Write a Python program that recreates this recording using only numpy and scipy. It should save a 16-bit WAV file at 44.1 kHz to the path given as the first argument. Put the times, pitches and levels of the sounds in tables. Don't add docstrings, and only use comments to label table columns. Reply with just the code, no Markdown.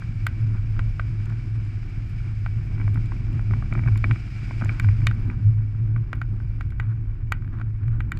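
import sys
import numpy as np
from scipy import signal
from scipy.fft import rfft, irfft, next_fast_len
from scipy.io import wavfile
from scipy.ndimage import uniform_filter1d

SR = 44100
rng = np.random.default_rng(int(sys.argv[2]) if len(sys.argv) > 2 else 0)


def persist_wave(psi):
    counts = np.round(np.clip(psi, -1, 1) * 32767).astype(np.int16)
    wavfile.write(sys.argv[1], SR, np.atleast_2d(counts).T)


N = 361179
TIME_S = np.arange(N) / SR
FFT_SIZE = next_fast_len(N, True)
BIN_HZ = np.maximum(np.fft.rfftfreq(FFT_SIZE, 1 / SR), 1)
CUTOFF_HZ = 15000

# time in seconds, relative level in dB.
RUSH_DB = [(0.0, -66), (1.53, -66.5), (3.4, -66.5), (4.56, -61), (4.93, -63.5), (5.34, -71), (5.88, -76.5),
           (6.61, -75), (6.75, -80.5), (8.19, -81)]
BUFFET_DB = [(0.0, -41), (0.04, -33.5), (0.75, -27.5), (0.77, -23.5), (1.12, -33.5), (4.08, -26.5),
             (4.22, -34), (5.11, -26), (5.63, -33.5), (6.82, -27), (6.91, -48), (7.0, -28.5), (7.64, -32),
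             (8.03, -26), (8.14, -33.5), (8.19, -26)]
ROUGHNESS_DB = [(0.0, -45), (0.34, -43), (0.41, -39), (0.73, -44), (2.51, -45), (2.78, -38), (3.19, -42.5),
                (3.56, -37.5), (3.7, -45), (3.72, -32.5), (4.04, -44.5), (4.1, -32), (4.2, -44),
                (5.29, -37.5), (5.72, -48), (5.84, -42), (7.07, -47.5), (8.19, -41.5)]
BOOM_DB = [(0.0, -35), (0.2, -25), (0.36, -31.5), (0.43, -22.5), (0.66, -28), (1.82, -28), (1.87, -34),
           (2.92, -22), (3.17, -31.5), (3.58, -23), (3.63, -33), (3.9, -19), (4.04, -25.5), (4.13, -16),
           (4.17, -36.5), (4.7, -23), (4.74, -39), (4.86, -15.5), (5.38, -30), (5.47, -15), (5.75, -31.5),
           (5.79, -24), (5.98, -23.5), (6.11, -38), (6.25, -28.5), (6.77, -33.5), (6.89, -19), (7.02, -34),
           (7.48, -31.5), (7.89, -24), (8.14, -39.5), (8.19, -25)]

# frequency in Hz, relative density in dB.
DUST_SPECTRUM = [(4000, -32.5), (7200, -12.5), (9500, -13), (11000, -4.5), (11800, -3.5), (12700, -15),
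                 (15000, -29)]
RUSH_SPECTRUM = [(300, -15), (520, -13.5), (720, -3), (1000, -15), (1420, -1), (1900, -5), (2700, -5),
                 (3400, -14), (4300, -15), (5400, -14), (5800, -19), (8300, -23.5), (9800, -34),
                 (14500, -40)]
BUFFET_SPECTRUM = [(8, -25), (15, -14), (25, 0.5), (38, -1), (48, -1), (70, -9.5), (88, -3.5), (130, -12.5),
                   (200, -41.5)]
ROAD_SPECTRUM = [(70, -22.5), (120, 9.5), (145, 5), (165, -3), (185, 1.5), (203, -6.5), (240, -4),
                 (280, -10.5), (345, -9.5), (410, -24), (480, -32), (900, -31)]
# frequency in Hz, relative force in dB.
SPRAY_FORCE = [(500, 5), (1500, -1.5), (2300, 1), (4700, -27)]
DIRT_FORCE = [(500, -8.5), (950, -9.5), (1250, 10.5), (1550, 3.5), (2300, -2.5), (4300, -27.5)]
# centre in Hz, width in Hz, boost in dB.
HOUSING_PEAKS = [(2307, 230, 11.5), (4950, 330, 6), (8200, 300, 1)]
# frequency in Hz, gain in dB, T60 in seconds.
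MODES = [(307, -30, 0.066), (595, -19.5, 0.0041), (737, -14, 0.0086), (1067, -5, 0.01), (1200, 1, 0.0076),
         (1469, 4, 0.0093), (1637, -1.5, 0.0097), (1908, -7.5, 0.02), (2280, -5, 0.025),
         (2464, -6.5, 0.018), (2880, -21.5, 0.056), (3087, -13.5, 0.026), (3370, -4, 0.0032),
         (3646, -13.5, 0.028), (4050, -12.5, 0.0076), (4475, -12, 0.017), (4950, -17, 0.0058),
         (6230, -13, 0.0067), (7330, -3.5, 0.0043), (8080, -9, 0.0023), (8560, -12, 0.0058),
         (11380, -2.5, 0.0029), (11700, -11, 0.002), (15000, -12.5, .006)]

# peak time in seconds, half length in seconds, relative dB.
DIRT_SHOWERS = [(0.556, 0.023, -50), (0.772, 0.022, -55), (1.301, 0.029, -52), (1.558, .015, -59),
                (2.277, 0.035, -58), (4.73, 0.062, -50.5), (5.326, 0.016, -50.5), (6.16, 0.017, -61),
                (6.82, 0.02, -53.5), (6.911, 0.02, -53), (7.084, 0.016, -63), (7.546, 0.015, -52),
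                (7.597, .015, -51), (7.827, 0.024, -57.5), (7.944, 0.019, -53), (8.159, .02, -57)]
# start in seconds, relative force in dB.
GRIT_HITS = [(1.257, -45.5), (1.298, -51), (2.0973, -54), (2.944, -47), (3.0588, -48), (3.3285, -51),
             (3.7367, -44), (3.9756, -38.5), (4.1289, -50), (4.647, -39.5), (5.148, -51), (6.1544, -54),
             (6.7049, -54), (8.1726, -43)]
# start in seconds, panel and housing forces in relative dB.
MOUNT_KNOCKS = [(2.799, -33, -43), (2.814, -31, -39.5), (2.877, -26.5, -39), (2.957, -31, -41),
                (2.973, -31.5, -44), (3.119, -29.5, -40), (3.393, -31, -44), (3.509, -27, -42),
                (3.536, -24, -35.5), (3.624, -26, -59), (3.725, -27, -30.5), (3.752, -26.5, -34),
                (3.776, -32, -37), (3.792, -28.5, -33.5), (3.836, -32, -37), (3.86, -30, -45),
                (3.875, -26.5, -28), (3.883, -21.5, -39), (3.957, -29, -35), (4.041, -13, -16),
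                (4.111, -20, -22), (4.159, -34.5, -35.5), (4.509, -30.5, -36.5), (4.612, -26.5, -32),
                (4.621, -20.5, -39), (4.639, -27, -49), (4.657, -33, -36), (4.693, -24.5, -25),
                (4.701, -34, -51), (4.845, -28, -36), (4.887, -28, -28.5), (5.961, -25, -41.5)]
# start in seconds, contact force in dB, low thud in dB,
# reach in Hz (higher for a shorter contact), sharp-edge crack in dB. Levels are relative.
STONE_HITS = [(0.0213, -27.5, -31, 1410, -75), (0.2671, -13.5, -16, 1470, -24),
              (0.793, -18, -20, 1300, -72), (0.996, -16.5, -15.5, 1410, -63), (2.4614, -19, -16, 1340, -78),
              (4.7977, -17, -23, 1950, -29), (5.0689, -13, -21, 4760, -29.5),
              (5.1123, -24.5, -27, 1450, -53), (6.1309, -21.5, -28, 1760, -61),
              (6.2155, -18.5, -15, 1480, -46.5), (6.4014, -33, -33, 1280, -80),
              (6.6095, -26.5, -17, 1800, -48), (6.799, -20.5, -23, 1970, -45),
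              (7.3216, -13.5, -22, 1870, -25.5), (7.6135, -24.5, -20, 1380, -70),
              (7.88, -35.5, -33, 1800, -53.5), (8.0049, -23, -32, 1780, -49),
              (8.1188, -17.5, -27, 1850, -32)]


def from_db(db):
    return 10 ** (np.asarray(db) / 20)


def unit_rms(x):
    return x / np.sqrt(np.mean(x ** 2) + 1e-20)


def curve(rows):
    return np.interp(TIME_S, *np.transpose(rows))


def db_at(spectrum, hz):
    points_hz, points_db = np.transpose(spectrum)
    return np.interp(np.log(hz), np.log(points_hz), points_db)


def low_pass(x, hz, order):
    return signal.sosfilt(signal.butter(order, hz, fs=SR, output="sos"), x)


def drift(corner_hz, size=8192):
    hz = np.fft.rfftfreq(size, TIME_S[-1] / size)
    slow = irfft(rfft(rng.standard_normal(size)) / (1 + (hz / corner_hz) ** 2))
    return np.interp(TIME_S, np.linspace(0, TIME_S[-1], size), unit_rms(slow))


def random_times(per_s):
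    times_s = np.cumsum(rng.exponential(1 / per_s, size=200))
    return times_s[times_s < TIME_S[-1]]


def noise(spectrum, peaks=()):
    peaks_db = sum(db / (1 + (2 * (BIN_HZ - hz) / width_hz) ** 2) for hz, width_hz, db in peaks)
    gain = from_db(db_at(spectrum, BIN_HZ) + peaks_db) / (1 + (BIN_HZ / spectrum[-1][0] / 2) ** 4)
    return unit_rms(irfft(rfft(rng.standard_normal(FFT_SIZE)) * gain, FFT_SIZE)[:N])


def steady(x, window_s=0.1):
    return x / np.sqrt(uniform_filter1d(x ** 2, int(window_s * SR)) + 1e-9)


def ring(force, hz, t60_s):
    radius, angle = from_db(-60 / (t60_s * SR)), 2 * np.pi * hz / SR
    return signal.lfilter([0, np.sin(angle)], [1, -2 * radius * np.cos(angle), radius ** 2], force + 1e-18)


def patter(spectrum, per_s, size_db, clump_db):
    lands = rng.random(N) < per_s * from_db(clump_db * drift(14)) / SR
    grains = lands * from_db(size_db * np.minimum(rng.exponential(1, N), 4))
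    spot = rng.standard_normal(N)
    return unit_rms(sum(from_db(db + db_at(spectrum, hz)) * ring(grains * np.roll(spot, k), hz, t60_s)
                        for k, (hz, db, t60_s) in enumerate(MODES) if hz < spectrum[-1][0]))


def strike(times_s, spectra, scatter_db, skid_s, touches=3, step_db=-9.0):
    gaps_s = skid_s * rng.uniform(0.8, 1.6, (len(times_s), touches))
    delays_s = np.cumsum(gaps_s, axis=1) - gaps_s[:, :1]
    onsets = np.round((np.array(times_s)[:, None] + delays_s) * SR).astype(int).clip(0, N - 1)
    fading = from_db(step_db * np.arange(touches))
    blow_db = np.array([db_at(spectrum, np.array(MODES)[:, 0]) for spectrum in spectra])
    blow_db += scatter_db * rng.standard_normal(blow_db.shape)
    out = np.zeros(N)
    for k, (hz, db, t60_s) in enumerate(MODES):
        overlap = np.maximum(abs(np.exp(2j * np.pi * hz * delays_s) @ fading), 0.75)
        forces = (from_db(blow_db[:, k] + db) / overlap)[:, None] * fading
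        out += ring(np.bincount(onsets.ravel(), forces.ravel(), N), hz, t60_s) * (-1) ** k
    return out


def shiver(hits, tail_db, t60_s, dull_hz):
    age_s = TIME_S[:SR // 4]
    tail = rng.standard_normal(len(age_s)) * from_db(-60 * age_s / t60_s)
    tail = low_pass(tail / np.linalg.norm(tail), dull_hz, order=3)
    return hits + from_db(tail_db) * signal.fftconvolve(hits, tail)[:N]


def dust(level_db=-92.5, puff_db=6.0):
    return from_db(level_db + puff_db * np.minimum(drift(16), 2)) * noise(DUST_SPECTRUM)


def soil(spray_db=-61.5, db_per_rough_db=0.32, shower_gain_db=1.5):
    rough_db = curve(ROUGHNESS_DB)
    spray_gain = from_db(spray_db + db_per_rough_db * (rough_db - rough_db.mean()))
    shower_gain = sum(from_db(db + shower_gain_db) * np.exp(-((TIME_S - peak_s) / half_s) ** 2 / 2)
                      for peak_s, half_s, db in DIRT_SHOWERS)
    spray = spray_gain * patter(SPRAY_FORCE, per_s=890, size_db=1.5, clump_db=2.0)
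    showers = shower_gain * patter(DIRT_FORCE, per_s=1300, size_db=2.5, clump_db=1.5)
    return spray + showers


def rush(gain_db=12.0, flutter_db=1.02):
    level_db = curve(RUSH_DB) + gain_db + flutter_db * drift(29)
    return from_db(level_db) * noise(RUSH_SPECTRUM, HOUSING_PEAKS)


def grit(per_s=5, above_rush_db=3.0, spread_db=3.0):
    rush_db = curve(RUSH_DB)
    sizes_db = above_rush_db + spread_db * rng.standard_normal(200).clip(-2, 2)
    fine = [(s, rush_db[int(s * SR)] + db) for s, db in zip(random_times(per_s), sizes_db)]
    rows = list(GRIT_HITS) + fine
    spectra = [[(1500, db - 1.5), (4000, db + 2.5), (7000, db + 0.5), (14000, db - 2)] for _, db in rows]
    return strike([row[0] for row in rows], spectra, scatter_db=3.5, skid_s=0.0017)


def jolts(rise_s=0.0036, decay_s=0.0099):
    starts_s, panel_db, _ = np.transpose(MOUNT_KNOCKS)
    age_s = TIME_S[:SR // 8]
    shudder = (1 - np.exp(-age_s / rise_s)) * np.exp(-age_s / decay_s)
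    kicks = np.bincount((starts_s * SR).astype(int), from_db(panel_db), N)
    return signal.oaconvolve(kicks, shudder)[:N]


def rumble(buffet_gain_db=1.5, gust_db=1.0, road_gain_db=5.5, rut_db=2.0, jolt_gain_db=0.5):
    sway = from_db(curve(BUFFET_DB) + buffet_gain_db + gust_db * drift(16))
    buffet = sway * steady(noise(BUFFET_SPECTRUM))
    ruts = from_db(curve(ROUGHNESS_DB) + road_gain_db + rut_db * drift(25))
    shaking = np.hypot(ruts, from_db(jolt_gain_db) * jolts())
    return buffet + shaking * steady(noise(ROAD_SPECTRUM))


def chatter(per_s=7, rough_above_db=-40.0, panel_db=-41.5, housing_db=-44.0, spread_db=4.5):
    rough_db = curve(ROUGHNESS_DB)
    sizes_db = spread_db * rng.standard_normal(200)
    return [(s, panel_db + db, housing_db + db) for s, db in zip(random_times(per_s), sizes_db)
            if rough_db[int(s * SR)] > rough_above_db]


def knocks(rows, blunt_hz=3600):
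    spectra = [[(750, 2.0 + 0.69 * panel_db), (1450, panel_db - 3.0),
                (2300, housing_db + 5.5), (3200, housing_db - 16.0)]
               for _, panel_db, housing_db in rows]
    hits = strike([row[0] for row in rows], spectra, scatter_db=3.0, skid_s=0.0012)
    return shiver(low_pass(hits, blunt_hz, order=3), tail_db=-22.5, t60_s=0.067, dull_hz=3000)


def pebbles(per_s=7, contact_db=-45.5, thud_db=-45.0, reach_hz=1550, crack_db=-72, spread_db=3.5):
    sizes_db = spread_db * rng.standard_normal(200).clip(-2, 2)
    return [(s, contact_db + db, thud_db + db, reach_hz, crack_db + db)
            for s, db in zip(random_times(per_s), sizes_db)]


def stones(rows, thud_hz=650, panel_hz=1150, fall_db_per_octave=15):
    hz = np.geomspace(panel_hz, CUTOFF_HZ, num=24)
    spectra = []
    for _, contact_db, thud_db, reach_hz, crack_db in rows:
        contact = from_db(contact_db - fall_db_per_octave * np.log2(np.maximum(hz / reach_hz, 1)))
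        force_db = 20 * np.log10(np.hypot(contact, from_db(crack_db)))
        spectra.append([(thud_hz, thud_db), *zip(hz, force_db)])
    hits = strike([row[0] for row in rows], spectra, scatter_db=1.5, skid_s=0.0012)
    return shiver(hits, tail_db=-15.0, t60_s=0.14, dull_hz=3900)


def drone(boom_hz=107.3, waver_hz=4.06, throb_db=3.0, gain_db=0.8,
          upper_hz=135, upper_db=-17.0, upper_t60_s=0.04):
    swell = uniform_filter1d(from_db(curve(BOOM_DB) + gain_db), SR // 80)
    phase = 2 * np.pi * np.cumsum(boom_hz + waver_hz * drift(16)) / SR
    boom = np.sqrt(2) * np.sin(phase) * from_db(throb_db * np.minimum(drift(16), 1))
    shaking = ring(rng.standard_normal(N), upper_hz, upper_t60_s)
    upper = unit_rms(ring(shaking, upper_hz, upper_t60_s))
    return swell * (boom + from_db(upper_db) * upper)


def scene():
    driving = drone() + rumble() + rush() + soil() + dust()
    blows = grit() + stones(list(STONE_HITS) + pebbles()) + knocks(list(MOUNT_KNOCKS) + chatter())
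    return (driving + blows)[None]


def record(dry):
    return signal.sosfilt(signal.ellip(10, 0.1, 90, CUTOFF_HZ, fs=SR, output="sos"), dry)


dry = scene()
out = record(dry)
persist_wave(out)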